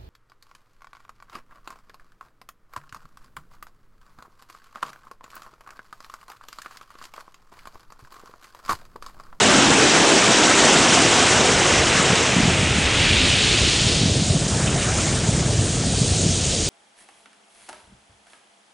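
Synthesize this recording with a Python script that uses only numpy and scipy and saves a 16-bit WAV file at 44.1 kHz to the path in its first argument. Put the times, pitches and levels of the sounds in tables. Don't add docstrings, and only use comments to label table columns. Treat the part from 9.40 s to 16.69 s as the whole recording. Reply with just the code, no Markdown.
import sys
import numpy as np
from scipy import signal
from scipy.io import wavfile

SR = 44100
rng = np.random.default_rng(int(sys.argv[2]) if len(sys.argv) > 2 else 0)


def file_out(sig):
    cols = np.atleast_2d(sig).T
    lim = np.clip(cols, -1, 1)
    pcm = np.round(lim * 32767).astype(np.int16)
    wavfile.write(sys.argv[1], SR, pcm)


N = 321489

# pitch_hz, relative_db
THUNDER_TONE = [(60, -32), (110, -15), (170, -5), (300, -1), (430, -3), (520, -5), (700, -13.5),
                (1200, -47.5)]
WHITE_WATER_TONE = [(400, -29.5), (580, -12.5), (760, 0.5), (1000, -8), (1500, -3.5), (2200, -9),
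                    (2900, -7), (3700, -9), (4600, -12.5), (5600, -8.5), (7200, -10), (10000, -23.5)]
# time_s, level_db, pitch_hz
BOOM_PATH = [(0, -22, 325), (.25, -21, 263), (.5, -26, 290), (.7, -24, 397), (.95, -25.5, 300),
             (1.2, -25, 385), (1.55, -24.5, 304), (1.75, -27, 404), (2.1, -26.5, 440), (2.5, -30.5, 447),
             (2.9, -31, 452), (3.3, -42, 450)]
# time_s, buffet_db, deep_swing_db
GUST_LEVELS = [(0, -29.5, -42), (.35, -32, -39), (.7, -40.5, -52), (1.1, -38, -45), (1.4, -32.5, -45),
               (2.0, -29, -36), (2.4, -27.5, -32), (2.85, -31.5, -40), (3.1, -23, -26), (3.5, -29.5, -31),
               (3.75, -26, -26.5), (4.1, -25.5, -31), (4.35, -27.5, -28), (4.6, -23, -31),
               (4.95, -23.5, -33), (5.3, -25.5, -29), (5.6, -24, -30), (5.9, -24, -28.5), (6.3, -24.5, -31),
               (6.85, -23.5, -28), (7.29, -29.5, -28)]
# pitch_hz, relative_db
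BUFFET_TONE = [(45, -34), (75, -9), (110, 2), (160, -2), (220, -6), (400, -18.5), (700, -17.5),
               (1100, -41.5)]
SWING_TONE = [(15, -26), (30, -7), (55, 1.5), (80, 6), (120, -13), (200, -38)]
# time_s, peak_db, pitch_hz
STRONG_SWIRLS = [(2.6, -9.5, 183), (2.704, -13, 153), (2.72, -12, 155), (2.733, -13, 173), (2.968, -9, 200),
                 (2.984, -8.5, 222), (3.005, -8, 230), (3.035, -13, 150), (3.057, -9, 200),
                 (3.082, -10, 135), (3.192, -17, 120), (3.232, -12, 177), (3.315, -12, 110),
                 (3.387, -13, 200), (3.571, -18, 127), (3.613, -14, 116), (3.709, -11.5, 148),
                 (3.904, -15, 175), (4.218, -15, 124), (4.419, -15, 129), (4.47, -13, 130),
                 (4.52, -18, 298), (4.6, -17, 140), (4.617, -11, 146), (4.64, -13, 150), (4.659, -10, 170),
                 (4.72, -12, 95), (4.797, -14, 120), (4.824, -10, 170), (4.91, -14, 110), (4.96, -11, 165),
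                 (5.02, -15, 145), (5.13, -14, 85), (5.244, -17, 152), (5.47, -13, 110), (5.531, -17, 120),
                 (5.738, -18, 105), (5.838, -11, 137), (5.891, -7, 141), (5.951, -11, 130),
                 (5.981, -9, 159), (6.065, -13, 145), (6.11, -15, 131), (6.195, -14, 95), (6.305, -13, 143),
                 (6.415, -12, 171), (6.619, -7.5, 156), (6.73, -15, 85), (6.865, -13, 149),
                 (6.896, -15, 123)]
# time_s, level_db, pitch_hz
WATER_PATH = [(1.0, -26, 2800), (2.5, -24.5, 2500), (3.4, -24, 2720), (3.65, -18.5, 2970), (4.1, -19, 3320),
              (4.5, -21, 3750), (4.65, -25, 3900), (4.85, -29.5, 4000), (5.3, -41, 3380),
              (6.3, -36.5, 3600), (6.6, -31.5, 3930), (7.29, -30, 4000)]
# time_s, level_db
FOAM_LEVELS = [(0, -41), (.9, -40), (1.4, -27), (2.2, -28.5), (2.9, -33), (4.2, -25.5), (4.7, -28),
               (5.7, -26.5), (6.1, -28.5), (6.45, -27), (6.8, -25), (7.29, -25.5)]
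# pitch_hz, relative_db
FOAM_TONE = [(1500, -33.5), (3000, -3), (4600, -0.5), (5600, 1), (6700, 3), (7800, 14.5), (8800, -5),
             (10000, -33)]
FAR_WAVE_TONE = [(300, -21), (600, 2.5), (1000, -3), (1600, -0.5), (2400, -4.5), (3500, -7), (6000, -39)]

FLUTTER_DB = .5


def from_db(db):
    return 10 ** (np.asarray(db) / 20)


def rms_one(x):
    return x / np.sqrt(np.mean(x ** 2) + 1e-20)


def in_time(rows):
    times_s, *columns = np.transpose(rows)
    return [np.interp(np.arange(N) / SR, times_s, column) for column in columns]


def after(time_s):
    return np.maximum(np.arange(N) / SR - time_s, 0)


def drift(rate_hz):
    step = 40
    decay = np.exp(-2 * np.pi * step * rate_hz / SR)
    noise = rng.standard_normal(N // step + 2002)
    slow = signal.lfilter([1], [1, -2 * decay, decay * decay], noise)[2000:]
    return np.interp(np.arange(N) / step, np.arange(len(slow)), rms_one(slow - slow.mean()))


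def pops(per_s, spread_db):
    sizes = from_db(spread_db * np.minimum(rng.exponential(1, N), 5)) * rng.choice([-1, 1], N)
    return sizes * (rng.random(N) < per_s / SR)


def ring(pushes, hz, cycles):
    decay, angle = from_db(-60 * hz / (cycles * SR)), 2 * np.pi * hz / SR
    return signal.lfilter([0, np.sin(angle)], [1, -2 * decay * np.cos(angle), decay ** 2], pushes + 1e-18)


def shaped_noise(tone, own_db, rate_hz, shared_db=FLUTTER_DB, sources=None):
    if sources is None:
        sources = rng.standard_normal((2, N))
    hz, db = np.transpose(tone)
    edges = hz[0] * 2 ** np.arange(0, np.log2(hz[-1] / hz[0]) + 1 / 3, 1 / 3)
    out, together = 0, drift(rate_hz)
    for k, (low, high) in enumerate(zip(edges, edges[1:])):
        band = signal.sosfilt(signal.butter(2, [low, high], "band", fs=SR, output="sos"), sources[k % 2])
        level_db = np.interp(np.log(low * high) / 2, np.log(hz), db)
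        out = out + band * from_db(level_db + shared_db * together + own_db * drift(rate_hz))
    return rms_one(out)


def breaker(fade_s=1.48, drain_s=2.78, dip_hz=556, dip_width_hz=69, dip_db=-2):
    thunder_gain = np.hypot(from_db(-22 - 6.5 * after(fade_s)), from_db(-31))
    water_gain = np.hypot(from_db(-17.5 - 3.5 * after(fade_s) - 8 * after(drain_s)), from_db(-46.5))
    thunder = shaped_noise(THUNDER_TONE, own_db=2.5, rate_hz=11.6)
    white_water = shaped_noise(WHITE_WATER_TONE, own_db=1.7, rate_hz=20)
    roar = thunder_gain * thunder + water_gain * (white_water + from_db(-3) * pebbles())
    dip_band = signal.lfilter(*signal.iirpeak(dip_hz, dip_hz / dip_width_hz, fs=SR), roar)
    return roar - (1 - from_db(dip_db)) * dip_band


def pebbles(clump_db=2.5, db_per_octave=-.5):
    knocks = pops(3200 * from_db(clump_db * drift(14)), spread_db=2.4)
    stone = rng.integers(0, 40, N)
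    out = 0
    for k, hz in enumerate(np.geomspace(500, 8500, 40)):
        gain = from_db(db_per_octave * np.log2(hz / 500)) * np.sqrt(hz)
        out += gain * ring(knocks * (stone == k), hz, cycles=70)
    return rms_one(out)


def hollow_boom(spread_octaves=.27):
    level_db, typical_hz = in_time(BOOM_PATH)
    churn = rng.standard_normal((2, N))
    out, power = 0, 1e-9
    for k, hz in enumerate(np.geomspace(170, 680, 11)):
        weight = np.exp(-.5 * (np.log2(hz / typical_hz) / spread_octaves) ** 2)
        out += weight * rms_one(ring(churn[k % 2], hz, cycles=21.7))
        power += weight ** 2
    out = signal.sosfilt(signal.butter(4, 140, "high", fs=SR, output="sos"), out)
    return from_db(level_db + 2.3 * drift(9)) * out / np.sqrt(power)


def wind(weak_count=14, swirl_hz=127, spread_octaves=.32, half_width_cycles=.72):
    buffet_db, swing_db = in_time(GUST_LEVELS)
    out = from_db(buffet_db) * shaped_noise(BUFFET_TONE, own_db=.8, rate_hz=19, shared_db=1.85)
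    out += from_db(swing_db) * shaped_noise(SWING_TONE, own_db=1.2, rate_hz=9.1, shared_db=1)
    at = rng.integers(0, N, weak_count)
    weak_hz = swirl_hz * 2 ** (spread_octaves * rng.standard_normal(weak_count))
    swirls = list(zip(at / SR, buffet_db[at] + 5, weak_hz)) + list(STRONG_SWIRLS)
    for time_s, peak_db, hz in swirls:
        middle = int(time_s * SR)
        near = np.arange(max(middle - 2000, 0), min(middle + 2000, N))
        cycles = (near / SR - time_s) * hz
        swell = from_db(peak_db) * np.exp(-(cycles / half_width_cycles) ** 2)
        out[near] += swell * np.cos(2 * np.pi * cycles + rng.uniform(0, 2 * np.pi))
    return out


def running_water(octaves_above=.49, octaves_below=.48):
    level_db, typical_hz = in_time(WATER_PATH)
    clicks = pops(24000, spread_db=1.2)
    bubble = rng.integers(0, 24, N)
    out, power = 0, 0
    for k, hz in enumerate(np.geomspace(1200, 8000, 24)):
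        octaves = np.log2(hz / typical_hz)
        spread = np.where(octaves > 0, octaves_above, octaves_below)
        weight = np.exp(-.5 * (octaves / spread) ** 2)
        out += weight * rms_one(ring(clicks * (bubble == k), hz, cycles=16))
        power += weight ** 2
    return from_db(level_db + FLUTTER_DB * drift(16)) * out / np.sqrt(power)


def foam():
    crackle = [pops(25000, spread_db=3.8) for _ in range(2)]
    fizz = shaped_noise(FOAM_TONE, own_db=1.2, rate_hz=10, sources=crackle)
    return from_db(in_time(FOAM_LEVELS)[0]) * fizz


def far_wave(peak_s=5.334, peak_db=-27, rise_db_per_s=28, fade_db_per_s=9.5):
    roar = shaped_noise(FAR_WAVE_TONE, own_db=2.5, rate_hz=21)
    before = np.maximum(peak_s - np.arange(N) / SR, 0)
    return from_db(peak_db - rise_db_per_s * before - fade_db_per_s * after(peak_s)) * roar


def scene():
    mix = breaker() + hollow_boom() + wind() + running_water() + foam() + far_wave()
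    return np.tile(mix, (2, 1))


def record(dry, droop_hz=10160, ceiling=1.8, cutoff_hz=10040):
    softened = signal.sosfilt(signal.butter(4, droop_hz, fs=SR, output="sos"), dry)
    rounded = ceiling * np.tanh(softened / ceiling)
    return signal.sosfilt(signal.ellip(14, .2, 85, cutoff_hz, fs=SR, output="sos"), rounded)


dry = scene()
out = record(dry)
file_out(out)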